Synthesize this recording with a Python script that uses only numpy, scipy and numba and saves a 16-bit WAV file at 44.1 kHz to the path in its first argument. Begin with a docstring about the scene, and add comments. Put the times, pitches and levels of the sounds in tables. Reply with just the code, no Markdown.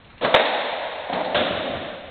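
"""A squash ball in a rally, heard from behind the glass back wall of a hard-walled court.
A racket stroke, a loud crack off the front wall, dull bounces and a second stroke: each blow rings
the hollow ball and the surface it meets, and the court rings on. Shoes thud and scuff on the sprung
wooden floor over a murmur of air. The microphone is on a small camera that rides its gain.
The loudest crack is hard-clipped, with a brief bright splatter."""
import sys
import numpy as np
from scipy import signal
from scipy.fft import rfft, irfft, next_fast_len
from scipy.io import wavfile
from scipy.ndimage import uniform_filter1d
from numba import njit

SR = 44100
rng = np.random.default_rng(int(sys.argv[2]) if len(sys.argv) > 2 else 0)


def dump(signal):
    """Clip the signal to [-1, 1] and save it as 16-bit WAV at the path in sys.argv[1]."""
    limited = np.clip(np.atleast_2d(signal).T, -1, 1)
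    pcm = np.round(limited * 32767).astype(np.int16)
    wavfile.write(sys.argv[1], SR, pcm)


N = 92610
T = np.arange(N) / SR

# ball on the racket (time [s], level [dB], direct sound [dB], treble [dB], echo delay [s], echo [dB])
RACKET_STROKES = [(.2095, 0.5, -8, -4, .038, 0.5), (1.3445, 4, 1, 1, .057, -3.5)]
# ball on walls and floor
# (time [s], level [dB], direct sound [dB], treble [dB], echo delay [s], echo [dB])
BALL_BOUNCES = [(.341, -3.5, 11.5, -0.5, .055, 12), (.3452, 2.5, 14.5, -3, 0.015, 12),
                (.726, -23.5, 25, -27.5, 0.15, -6), (1.085, -18, -1, -15.5, .012, 11),
                (1.126, -11.5, 5.5, -10, .078, 1)]
# tone of a racket stroke at the microphone (frequency [Hz], level [dB])
RACKET_SPECTRUM = [(30, -25), (60, -32), (180, -15.5), (280, -11.5), (390, -13.5), (560, -4), (740, -9),
                   (920, -16), (1150, -13), (1600, -14), (2400, -17.5), (3700, -14), (4300, -32)]
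# tone of a bounce at the microphone (frequency [Hz], level [dB])
WALL_SPECTRUM = [(30, -58), (60, -31.5), (150, -28.5), (260, -8), (370, -12.5), (520, -3), (700, -5.5),
                 (880, -3.5), (1250, -11.5), (1800, -6), (2400, -10.5), (3050, -13), (3750, -8.5),
                 (4300, -34.5)]
# ring of the hollow ball, the strings and the wall (frequency [Hz], level [dB], t60 [s])
BALL_MODES = [(622, -6.5, 0.024), (669, -7.5, 0.01)]
STRING_MODES = [(564, -9.5, 0.015), (1040, -16.5, 0.074)]
WALL_MODES = [(546.8, -19.5, 0.07), (650, -27.5, 0.099), (893, -16, 0.052)]
# heels on the boards (time [s], level [dB], floor boom [dB])
FOOTFALLS = [(0.245, -0.5, -11.5), (1.126, -0.5, -17), (1.365, -8, 9), (1.41, 0.5, -9.5), (1.453, -9, -6),
             (1.505, -2, 7), (1.577, -7, 1.5), (1.657, -5.5, -15.5), (1.695, -9, 8), (1.742, -8.5, 9.5),
             (2.07, -33, 26.5)]
# tone of a heel's knock (frequency [Hz], level [dB])
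HEEL_SPECTRUM = [(40, -26.5), (90, -22), (170, -3), (280, 1), (400, -7.5), (600, -8.5), (1000, -18.5),
                 (2000, -15.5), (4300, -47.5)]
# skidding soles (time [s], level [dB], pitch [Hz])
SOLE_SKIDS = [(.045, -38.5, 2600), (0.101, -32, 1350), (0.179, -33.5, 2590), (0.247, -0.5, 1074),
              (0.395, -9, 3830), (0.452, -4.5, 3610), (1.131, -19.5, 3200), (1.246, -21.5, 3426)]
# reverberation of the court (frequency [Hz], t60 [s])
COURT_DECAY = [(60, 0.24), (150, 1.44), (300, 1.15), (600, 1.874), (1000, 1.69), (2000, 1.63), (3000, 1.62),
               (4400, 1.56)]
# room tone of the building's air (frequency [Hz], level [dB])
AIR_SPECTRUM = [(30, -12.5), (80, -3), (140, -8), (240, -12), (450, -17), (600, -15.5), (1200, -17),
                (3800, -24.5), (4400, -39)]
# the camera's own low noise (frequency [Hz], level [dB])
RUMBLE_SPECTRUM = [(25, 10.5), (50, -10.5), (90, -3), (150, 3), (300, -12), (1000, -44.5), (5000, -85.5)]


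def ball_hits(hits, spectrum, surface_modes, rise_s, decay_s):
    """A blow cracks and rings the surface; it reaches the microphone direct, as an echo and as reverb."""
    ring = sum(undb(db) * np.sin(2 * np.pi * hz * T) * fade(t60) for hz, db, t60 in surface_modes)
    out = 0
    for start_s, db, direct_db, treble_db, echo_s, echo_db in hits:
        direct = (burst(decay_s) + ring) * (1 - np.exp(-T / rise_s))
        echo = delay(burst(decay_s=.012), echo_s)
        paths = undb(direct_db) * direct + undb(echo_db) * echo + court_reverb()
        treble = [(750, 0), (1900, treble_db)]
        heard = colour(paths, lambda hz: curve(spectrum, hz) + curve(treble, hz))
        out += undb(db) * delay(heard, start_s)
    return out + ball_pock(out)


def ball_pock(blows):
    """The hollow ball resonates under each blow with a short, pitched pock."""
    ring = 0
    for hz, db, t60 in BALL_MODES:
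        envelope = fade(t60)
        ring += undb(db) * np.cos(2 * np.pi * hz * T) * 2 * envelope / np.sum(envelope)
    return signal.fftconvolve(blows, ring)[:N]


def footfalls(boom_hz=85, boom_trim_db=-3, reverb_db=-10):
    """A heel knocks on the boards and the sprung floor booms under it."""
    floor_spectrum = [(boom_hz / 2, -18), (boom_hz, 0), (boom_hz * 2, -10), (boom_hz * 10, -60)]
    out = 0
    for start_s, db, boom_db in FOOTFALLS:
        heel = burst(decay_s=.022) + undb(reverb_db) * court_reverb()
        knock = colour(heel, lambda hz: curve(HEEL_SPECTRUM, hz))
        boom = colour(burst(decay_s=.03), lambda hz: curve(floor_spectrum, hz))
        out += undb(db) * delay(knock + undb(boom_trim_db + boom_db) * boom, start_s)
    return out


def scuffs(half_width_octaves=.3, reverb_db=-11.5):
    """A rubber sole skids briefly: a bright chirr with the court behind it."""
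    out = 0
    for start_s, db, pitch_hz in SOLE_SKIDS:
        def peak_db(hz):
            octaves_off = np.log2((hz + 1) / pitch_hz)
            return -10 * np.log10(1 + (octaves_off / half_width_octaves) ** 2)
        skid = burst(decay_s=.016) + undb(reverb_db) * court_reverb()
        out += undb(db) * delay(colour(skid, peak_db), start_s)
    return out


def court_reverb(build_s=.016, early_db=-15, early_s=.21):
    """The court's diffuse sound at the microphone: it builds, then each band dies at its own rate."""
    noise = rfft(rng.standard_normal(N) * flutter())
    hz = np.arange(N // 2 + 1) * SR / N
    tail = 0
    for band_hz, t60 in COURT_DECAY:
        band = curve([(centre, centre == band_hz) for centre, _ in COURT_DECAY], hz)
        tail += irfft(noise * band, N) * fade(t60)
    early_lift = 1 + undb(early_db) * np.exp(-T / early_s)  # dense early reflections
    return tail * (1 - np.exp(-T / build_s)) * early_lift


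def flutter(depth_db=.5, clump_s=.0096):
    """Random gain of reflections that bunch up between parallel walls."""
    size = int(clump_s * SR)
    wander = uniform_filter1d(uniform_filter1d(rng.standard_normal(N), size), size)
    return undb(depth_db * wander / np.std(wander))


def noise_bed(spectrum):
    """Steady background noise of a given colour, its top rolled off, at rms 1."""
    roll_off = [(4400, -2), (6000, -43)]
    noise = colour(rng.standard_normal(N), lambda hz: curve(spectrum, hz) + curve(roll_off, hz))
    return noise / np.std(noise)


def burst(decay_s):
    """A dying cluster of scattered pressure pulses."""
    return rng.standard_normal(N) * np.exp(-T / decay_s)


def fade(t60):
    """Envelope that falls 60 dB in t60 seconds."""
    return np.exp(-np.log(1000) * T / t60)


def delay(x, seconds):
    """The same sound, arriving later."""
    return np.concatenate([np.zeros(int(seconds * SR)), x])[:N]


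def undb(db):
    """Decibels to amplitude."""
    return 10 ** (np.asarray(db) / 20)


def curve(points, hz):
    """Read (frequency [Hz], value) points on a log-frequency axis."""
    frequencies, values = np.array(points, float).T
    return np.interp(np.log(hz + 1e-3), np.log(frequencies), values)


def colour(x, db_at):
    """Causal filter whose gain in dB is a function of frequency."""
    size = next_fast_len(2 * N)
    size += size % 2
    hz = np.arange(size // 2 + 1) * SR / size
    cepstrum = irfft(np.log(undb(db_at(hz))))
    cepstrum[1:size // 2] *= 2  # fold to minimum phase: nothing sounds ahead of a blow
    cepstrum[size // 2 + 1:] = 0
    return irfft(rfft(x, size) * np.exp(rfft(cepstrum)))[:N]


@njit
def follow_level(x, attack_s, release_s):
    """Envelope that rises at the attack rate and falls at the release rate."""
    envelope, level = np.empty(len(x)), 0.
    for i in range(len(x)):
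        lag_s = attack_s if abs(x[i]) > level else release_s
        level += (abs(x[i]) - level) / (lag_s * SR)
        envelope[i] = level
    return envelope


def scene():
    """Ball, racket and shoes over the building's air, in mono from behind the back wall."""
    strokes = ball_hits(RACKET_STROKES, RACKET_SPECTRUM, STRING_MODES, rise_s=.0017, decay_s=.029)
    bounces = ball_hits(BALL_BOUNCES, WALL_SPECTRUM, WALL_MODES, rise_s=.0004, decay_s=.006)
    shoes = undb(-1.5) * footfalls() + scuffs()
    air = noise_bed(AIR_SPECTRUM)
    return (undb(.5) * strokes + undb(6.5) * bounces + shoes + undb(-48.5) * air)[None]


def record(dry):
    """The camera rides its gain. The loudest crack is hard-clipped, with a brief bright splatter."""
    top_hz, splatter_hz = 4250, 15500
    threshold_db, ratio = -21, 2.615
    soft_ceiling, hard_ceiling = .8, .71
    band_limit = signal.ellip(7, .3, 70, top_hz, fs=SR, output="sos")
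    splatter_limit = signal.ellip(8, .2, 70, splatter_hz, fs=SR, output="sos")
    mic = signal.sosfilt(band_limit, dry[0])
    level = follow_level(mic, attack_s=.015, release_s=.22)
    gain = np.maximum(level / undb(threshold_db), 1) ** (1 / ratio - 1)
    ridden = mic * gain + undb(-65) * noise_bed(RUMBLE_SPECTRUM)
    rounded = signal.sosfilt(band_limit, soft_ceiling * np.tanh(ridden / soft_ceiling))
    clipped = np.clip(rounded, -hard_ceiling, hard_ceiling)
    return signal.sosfilt(splatter_limit, clipped)[None]


dry = scene()
out = record(dry)
dump(out)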